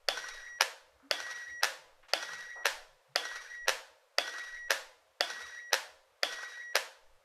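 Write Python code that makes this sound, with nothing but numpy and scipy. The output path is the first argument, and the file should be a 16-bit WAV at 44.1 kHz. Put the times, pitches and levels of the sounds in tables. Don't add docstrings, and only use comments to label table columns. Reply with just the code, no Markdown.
import sys
import numpy as np
from scipy import signal
from scipy.fft import rfft, irfft
from scipy.io import wavfile
from scipy.ndimage import uniform_filter1d

SR = 44100
rng = np.random.default_rng(int(sys.argv[2]) if len(sys.argv) > 2 else 0)


def decibels_to_gain(level_db):
    exponent = np.asarray(level_db, float) / 20
    return 10 ** exponent


def wrap_up_sound(samples):
    columns = np.atleast_2d(samples).T
    tamed = np.clip(columns, -1, 1)
    steps = np.round(tamed * 32767).astype(np.int16)
    wavfile.write(sys.argv[1], SR, steps)


N = 319284

# start [s], peak [dB], thud [dB], knock [dB], snap [dB].
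FIRE = [(0.086, -10.5, 0.5, -3.5, -2), (1.111, -11, 1.5, -2.5, -1), (2.135, -10.5, 4, -1.5, 0),
        (3.1591, -10, 2, 0.5, -1), (4.184, -10.5, 8.5, 6.5, 1.5), (5.208, -10.5, 7.5, 4.5, 0.5),
        (6.232, -10.5, 2.5, 2.5, -1.5)]
# start [s], peak [dB], thud [dB], knock [dB], snap [dB].
HOME = [(0.609, -10, 6.5, 12.5, 11), (1.633, -9, -5.5, 8, 5.5), (2.656, -9, -0.5, 6, 0),
        (3.682, -9, -6, 0, -4), (4.706, -9, -3, 2.5, -1), (5.731, -9.5, -1, 4.5, 3),
        (6.755, -10, 4, 9.5, 5.5)]
LOW_CUT_HZ = 455
STALL_S = 0.4


def evened(x):
    return x / np.sqrt(np.mean(x ** 2) + 1e-20)


def read(points, hz):
    f, value = np.transpose(points)
    return np.interp(np.log(hz + 1), np.log(f + 1), value)


def add(mix, s, sound):
    part = mix[round(s * SR):][:len(sound)]
    part += sound[:len(part)]


def bump(t, middle, width):
    return np.exp(-.5 * ((t - middle) / width) ** 2)


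def coloured(points, size):
    gain = decibels_to_gain(read(points, np.fft.rfftfreq(size, 1 / SR)))
    return evened(irfft(rfft(rng.standard_normal(size)) * gain, size))


def air():
    # frequency [Hz], level [dB per Hz].
    duct = [(35, -22.5), (50, -12.5), (60, -3), (70, -6), (95, -9.5), (125, -16.5), (230, -27),
            (320, -14.5), (420, -30.5), (500, -53.5)]
    # middle [s], width [s], level [dB].
    shifts = [(.11, 0.045, -55), (.37, 0.087, -60), (.83, 0.036, -74), (1.68, .05, -72), (1.98, 0.073, -64),
              (2.48, .07, -69), (2.8, 0.078, -58), (3.36, 0.047, -66.5), (3.649, 0.094, -60.5),
              (4.231, 0.033, -74), (4.6, 0.068, -56), (4.86, .05, -64.5), (6.0, 0.024, -72),
              (6.351, 0.033, -71), (7.1, 0.04, -56)]
    duct_db, rest_db = -87.5, -99.5
    t = np.arange(N) / SR
    shifting = decibels_to_gain(rest_db) + sum(decibels_to_gain(db) * bump(t, s, width) for s, width, db in shifts)
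    cloth = [(5, -9.5), (17, -5.5), (28, -21.5), (40, -36), (54, -21), (70, -45.5), (100, -70.0)]
    rumble = coloured(cloth, size=N) * shifting
    lumps_db = 9.0 * coloured([(1, 5.0), (6, -2.5), (12, -20), (40, -72)], size=N)
    return decibels_to_gain(duct_db - 4.0 + lumps_db) * coloured(duct, size=N) + rumble


def tint(thud_db, knock_db, snap_db, edge_db=0):
    return [(600, thud_db), (1700, knock_db), (4800, snap_db), (11000, snap_db + edge_db)]


def blow(body, colour, contact, crack_s=.0012, fresh=.5, soft_hz=19000):
    t = np.arange(1600) / SR
    share = np.clip(fresh, 0, 1)
    rough = np.sqrt(1 - share ** 2) * contact + share * rng.standard_normal(len(t))
    force = rough * np.exp(-t / crack_s) * (1 - np.exp(-t / .0002))
    z = rfft(force)
    force = irfft(z / uniform_filter1d(abs(z), size=9)) * np.exp(-t / (4 * crack_s))
    force = signal.lfilter(*signal.butter(2, soft_hz, fs=SR), force)
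    ring = np.zeros(len(t))
    for hz, width, db in body:
        decay = width * np.exp(-np.pi * width * t)
        ring += decibels_to_gain(db + read(colour, hz)) * decay * np.sin(2 * np.pi * hz * t)
    sound = signal.fftconvolve(force, ring)[:len(t)]
    return sound / abs(sound).max()


def springs(size):
    # centre [Hz], width [Hz], level under the blow [dB], t60 [s].
    clusters = [(3394, 170, -30.5, 0.43), (3430, 300, -28, 0.2), (2664, 720, -24.5, 0.097),
                (710, 170, -28, 0.21), (510, 100, -40.5, 0.11)]
    t, hz = np.arange(size) / SR, np.fft.rfftfreq(size, 1 / SR)
    shake = rfft(rng.standard_normal((len(clusters), size)))
    out = np.zeros(size)
    for (centre_hz, width, db, t60), z in zip(clusters, shake):
        resonance = 1 + (2 * (hz - centre_hz) / width) ** 2
        out += decibels_to_gain(db - 60 * t / t60) * evened(irfft(z / resonance, size))
    return out * np.clip(t / 0.0016, 0, 1)


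def solenoid():
    # frequency [Hz], width [Hz], level [dB].
    fire_body = [(574, 88, 6), (704, 70, -3.5), (1536, 83, 1), (1833, 250, 8.5), (2300, 140, -8.5),
                 (3300, 200, 1), (4450, 230, 3.5), (5220, 200, 0), (6600, 180, -31), (8320, 390, -30.5),
                 (9830, 660, -17), (11000, 550, -20.5), (12600, 300, -32.5)]
    # frequency [Hz], width [Hz], level [dB].
    home_body = [(590, 200, 10.5), (960, 94, 1), (1742, 287, 4.5), (2610, 970, -0.5), (3360, 170, -13),
                 (4020, 730, -1.5), (5126, 150, 2.5), (5655, 250, 0), (7300, 130, -29), (8900, 1200, -16),
                 (9970, 130, -25), (9900, 1500, -23), (11500, 770, -17), (13580, 630, -48)]
    # frequency [Hz], width [Hz], level [dB].
    crack = [(4870, 330, -1.5), (2583, 1900, -5.5), (11490, 2100, -17)]
    # time from the blow [s], level [dB], dullness [dB].
    rattle = [
        (-.022, -35, -20),
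        (-.0112, -25.5, -12),
        (-.0075, -20, 0),
        (-.0035, -15, 0),
    ]
    # time from the blow [s], level over the bounce level [dB].
    bounces = [
        (0.0098, 4),
        (0.0172, -2.5),
        (0.0222, -14),
        (0.029, -25.5),
    ]
    lead_in_db, bounce_db = -26, -7
    slam_s, land_s, touch_s, slide_s = .0017, .0023, .0008, .0025
    out = np.zeros(N)
    forward, back = rng.standard_normal((2, 1600))
    plain = tint(0, 0, 0)
    for s, db, *colour in FIRE:
        lead_in = blow(fire_body, tint(0, 0, -13, -4.5), back, crack_s=0.023, fresh=0.98, soft_hz=2500)
        add(out, s - .006, decibels_to_gain(db + lead_in_db) * lead_in)
        add(out, s, decibels_to_gain(db) * blow(fire_body, tint(*colour), forward, crack_s=slam_s, fresh=0.049))
        steel = blow(crack, plain, back, crack_s=touch_s, fresh=0.11, soft_hz=7360)
        add(out, s, decibels_to_gain(db + colour[-1] - 0.5) * steel)
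        add(out, s, decibels_to_gain(db) * springs(size=SR // 2))
    for s, db, *colour in HOME:
        for lag, under_db, dull_db in rattle:
            tick = blow(home_body, tint(-8, 0, dull_db, -4.5), forward, crack_s=slide_s, fresh=0.6, soft_hz=3430)
            add(out, s + lag, decibels_to_gain(db + under_db) * tick)
        add(out, s, decibels_to_gain(db) * blow(home_body, tint(*colour), back, crack_s=land_s, fresh=0.37))
        steel = blow(crack, plain, forward, crack_s=touch_s, fresh=0.91, soft_hz=10800)
        add(out, s, decibels_to_gain(db + colour[-1] - 7.5) * steel)
        for lag, under_db in bounces:
            bounce = blow(home_body, tint(*colour), back, crack_s=land_s, fresh=0.57, soft_hz=12100)
            add(out, s + lag, decibels_to_gain(db + bounce_db + under_db) * bounce)
    return out


def thumps():
    # frequency [Hz], level [dB per Hz].
    couch = [(60, -29), (100, -17), (160, -5), (250, -1), (320, 13), (420, -27.5), (550, -39)]
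    out, t = np.zeros(N), np.arange(SR // 2) / SR
    for events, under_db, t60 in ((FIRE, -48, .45), (HOME, -52, .35)):
        for s, db, *_ in events:
            fall = decibels_to_gain(db + under_db - 60 * t / t60)
            add(out, s, fall * coloured(couch, size=len(t)) * np.clip(t / 0.00092, 0, 1))
    return out


def whine():
    # first, second, third harmonic [dB], dip [dB], dip width [s].
    strokes = [(-48.5, -61, -60.5, -4, 0.029), (-45, -62, -60, -3.5, 0.017), (-47, -63.5, -64.5, -4, 0.011),
               (-45.5, -61.5, -65.5, -28, 0.027), (-45.5, -61, -65, -5, 0.021),
               (-49, -60.5, -65, -13, 0.014), (-46, -60, -64, -10, 0.024)]
    # harmonic of the chopping rate [number], level relative to the third [dB].
    upper_whine = [(4, -22.5), (5, -24), (6, -31), (7, -38.5)]
    # time from the blow [s], width [s], level [dB].
    loads = [(.1, .018, -2), (.155, .02, -6), (.236, .025, 0), (.305, .022, -4), (.385, .022, -4)]
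    chop_hz, coil_off_s, even_rest_db = 1917.5, .5003, -18
    spin_up_db, spin_up_s = -18, 0.05
    dip_s = .295
    third_sag_db_per_s, wander_db = -6, 3.5
    out, t = np.zeros(N), np.arange(SR * 3 // 4) / SR
    after = t - coil_off_s
    lingering = decibels_to_gain(-14 - 60 * after.clip(0) / .2)
    gate = np.clip(t / .06, 0, 1) * np.maximum(np.clip(-after / .001, 0, 1), lingering)
    turn = 2 * np.pi * chop_hz * t
    turning = np.clip((STALL_S - t) / 0.016, 0, 1)
    load = decibels_to_gain(even_rest_db) + sum(decibels_to_gain(db) * bump(t, at, width) for at, width, db in loads)
    upper = sum(decibels_to_gain(db) * np.sin(k * turn) for k, db in upper_whine)
    for (s, *_), (first_db, second_db, third_db, dip_db, dip_width) in zip(FIRE, strokes):
        slow = uniform_filter1d(rng.standard_normal((3, len(t))), size=700)
        wander = wander_db * turning * evened(uniform_filter1d(slow, size=700))
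        climb_db = spin_up_db * np.exp(-t / spin_up_s)
        first = decibels_to_gain(first_db + climb_db + dip_db * bump(t, dip_s, dip_width) + .6 * wander[0])
        second = decibels_to_gain(second_db + wander[1]) * load
        third = decibels_to_gain(third_db + third_sag_db_per_s * (t - dip_s) + wander[2])
        tones = first * np.sin(turn) + second * np.sin(2 * turn) + third * (np.sin(3 * turn) + upper)
        add(out, s, np.sqrt(2) * gate * tones)
    return out


def grind_db(t):
    # time from the blow [s], width [s], level over the grind [dB].
    binds = [
        (0.095, 0.024, 12.5),
        (.16, 0.023, 5),
        (.207, 0.012, 9),
        (0.259, 0.009, 5.5),
        (.292, 0.022, 4.5),
        (.39, .01, -1.5),
    ]
    binds_db = sum(db * bump(t, at, width) for at, width, db in binds)
    rise_db = -26 * np.exp(-t / 0.086)
    sag_db = -41.5 * t
    stop_db = -250 * (t - STALL_S).clip(0)
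    return -45.5 + rise_db + sag_db + binds_db + stop_db


def tooth(snap_db):
    # frequency [Hz], width [Hz], level [dB].
    gear_case = [(1510, 89, 4.5), (1000, 200, -10.5), (5700, 190, -3), (2500, 130, -10), (4130, 260, -7),
                 (9000, 2700, -34)]
    return blow(gear_case, tint(0, 0, snap_db), np.zeros(1600), crack_s=0.005, fresh=.99, soft_hz=11000)


def motor():
    # frequency [Hz], level [dB per Hz].
    gears = [(150, -62), (250, -29), (458, -13.5), (809, -20.5), (1790, -7.5), (1920, -6), (2020, -11),
             (2530, -16), (4790, -16), (5890, -15.5), (7130, -26.5), (11200, -30.5), (14500, -46.5)]
    # from [s], to [s], from [Hz], to [Hz], level [dB].
    glides = [(.055, .095, 1400, 1575, -47), (0.147, .215, 920, 1472, -52), (0.128, .192, 1503, 1740, -50),
              (0.207, .242, 1810, 2390, -51), (0.217, .264, 1845, 1000, -54), (0.277, .33, 2010, 1460, -51),
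              (.295, .333, 1910, 2500, -60), (.345, .402, 1484, 2277, -50), (.355, .401, 2120, 1645, -53.5)]
    # time from the blow [s], level under the blow [dB], snap [dB].
    slack = [(0.153, -24.5, -12.5), (.26, -37.5, -19.5), (0.286, -35.5, -12), (.34, -37.5, -0.5),
             (.365, -47, -6.5)]
    # start [s], peak [dB], snap [dB].
    take_up = [(0.175, -26, -0.5), (0.287, -31.5, 2.5), (1.203, -24.5, 0), (1.312, -30, 0),
               (2.228, -25.5, -3), (2.335, -31.5, -4), (3.254, -27, -1), (3.359, -31.5, -2.5),
               (3.446, -51.5, 4.5), (4.278, -28, -5), (4.384, -32, -2.5), (4.547, -42, 5),
               (5.302, -27.5, 0), (5.409, -34, -11), (6.326, -29.5, 1.5), (6.431, -34, -17.5)]
    waver_hz, flutter_db = 35, 2.5
    out, t = np.zeros(N), np.arange(SR // 2) / SR
    for s, db, *_ in FIRE:
        flicker_db = 2.0 * evened(uniform_filter1d(rng.standard_normal(len(t)), 200))
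        add(out, s, coloured(gears, size=len(t)) * decibels_to_gain(grind_db(t) + flicker_db))
        for start, end, from_hz, to_hz, glide_db in glides:
            u = np.arange(0, end - start, 1 / SR) / (end - start)
            waver, flutter = evened(uniform_filter1d(rng.standard_normal((2, 4410)), 110))[:, :len(u)]
            hz = from_hz + (to_hz - from_hz) * u ** 0.7 + waver_hz * waver
            tone = np.sin(np.pi * u) ** .5 * np.sin(2 * np.pi * np.cumsum(hz) / SR)
            add(out, s + start, decibels_to_gain(glide_db + flutter_db * flutter) * tone)
        for lag, under_db, snap_db in slack:
            late, loud = rng.standard_normal(2)
            add(out, s + lag + 0.00067 * late, decibels_to_gain(db + under_db + 1.8 * loud) * tooth(snap_db))
    for s, db, snap_db in take_up:
        add(out, s - .002, decibels_to_gain(db - 1.5) * tooth(snap_db))
    return out


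def rustles():
    # start [s], length [s].
    times = [(.995, .11), (2.028, .05), (2.083, .05), (2.555, .1), (.48, .1), (1.87, .1), (6.02, .1),
             (1.025, .075), (.14, .14), (1.33, .1), (1.78, .1), (2.25, .25), (2.88, .1), (3.08, .1),
             (5.3, .14), (4.3, .15)]
    # level [dB], centre [Hz], width [octaves].
    scuffs = [(-70, 1330, 0.68), (-61.5, 1400, 1.3), (-55.5, 1440, 2.1), (-52.5, 830, 1.16),
              (-67.5, 1300, 1), (-69, 980, 1.4), (-78, 680, 1.3), (-63, 275, 0.15), (-75, 148, 0.32),
              (-78, 144, 0.62), (-82, 150, 0.2), (-72.5, 180, 0.46), (-81, 142, 0.28), (-72, 138, .45),
              (-73.5, 220, 0.63), (-71.5, 324, 0.34)]
    out = np.zeros(N)
    for (s, length), (db, hz, octaves) in zip(times, scuffs):
        u = np.arange(0, length, 1 / SR) / length
        sides = (-2, -1, -.5, 0, .5, 1, 2, 4)
        colour = [(hz * 2 ** (octaves * side), -min(12 * side ** 2, 60)) for side in sides]
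        scuff = coloured(colour, size=SR // 2)[:len(u)]
        add(out, s, decibels_to_gain(db) * scuff * np.clip(u / 0.063, 0, 1) * (1 - u ** 3))
    return out


def radiated(events, colour, lags):
    pulses = np.zeros(N)
    for s, db, *_ in events:
        for lag, under_db in lags:
            pulses[round((s + lag) * SR)] = decibels_to_gain(db + under_db)
    gain = decibels_to_gain(read(colour, np.fft.rfftfreq(1024, 1 / SR)))
    pulse = np.roll(irfft(gain), 512) * np.hanning(1024)
    return signal.oaconvolve(pulses, pulse / np.linalg.norm(pulse), "same")


def room(x):
    # frequency [Hz], t60 [s].
    decay = [(250, 1), (660, 0.83), (1740, 0.5), (4590, 0.58), (12100, 0.49)]
    taps = np.zeros(SR)
    at = np.arange(200, SR - 20, 20)
    taps[at + rng.integers(0, 20, len(at))] = rng.choice([-1., 1.], len(at))
    hz, t, z = signal.stft(taps, SR, nperseg=256)
    fall_db = -60 * t / read(decay, hz)[:, None]
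    near, corridor = decibels_to_gain(1.584 * fall_db), decibels_to_gain(-21 + 0.66 * fall_db)
    tail = signal.istft(z * (near + corridor), SR, nperseg=256)[1]
    return signal.fftconvolve(x, tail / np.linalg.norm(tail))[:N]


def scene():
    # frequency [Hz], level [dB per Hz].
    hiss_colour = [(260, -19.5), (450, -5.5), (520, -1.5), (657, -6), (759, -10), (865, -8.5), (1230, -10),
                   (8110, -26), (13700, -30.5), (14500, -30.5)]
    # frequency [Hz], level [dB per Hz].
    fire_echo = [(180, -44.5), (300, 0.5), (744, -12.5), (1620, -1.5), (1750, -5.5), (2400, -8.5),
                 (3400, -3), (3810, -13), (4800, -6.5), (7140, -19.5), (11100, -23), (14000, -33),
                 (15500, -42.5)]
    # frequency [Hz], level [dB per Hz].
    home_echo = [(180, -55.5), (300, 1.5), (417, -22.5), (492, 1), (685, -5.5), (731, -6.5), (968, -1),
                 (1120, -6.5), (1730, 5), (2170, -2), (5570, -8.5), (12700, -21.5), (15500, -35)]
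    hum, hiss = motor(), decibels_to_gain(-70) * coloured(hiss_colour, size=N)
    echo = room(decibels_to_gain(-9.5) * hum)
    for k in range(3):
        fired = radiated(FIRE[k::3], fire_echo, [(.002, 2.2), (.008, 1.7)])
        landed = radiated(HOME[k::3], home_echo, [(.002, 4), (.013, 1.3), (.021, 0.34)])
        echo += room(fired + landed)
    steep = signal.butter(6, LOW_CUT_HZ, "high", fs=SR, output="sos")
    gun = signal.sosfilt(steep, hum + whine() + echo + hiss)
    gun += signal.sosfiltfilt(signal.butter(4, LOW_CUT_HZ, "high", fs=SR, output="sos"), solenoid())
    return (gun + thumps() + rustles() + air())[None]


def roll_off(x):
    return signal.sosfilt(signal.butter(12, 16660, fs=SR, output="sos"), x)


def record(dry):
    shelf = signal.cheby2(10, 17, 14600, "low", fs=SR, output="sos")
    dulled = signal.sosfilt(shelf, dry)
    return roll_off(dulled)


dry = scene()
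out = record(dry)
wrap_up_sound(out)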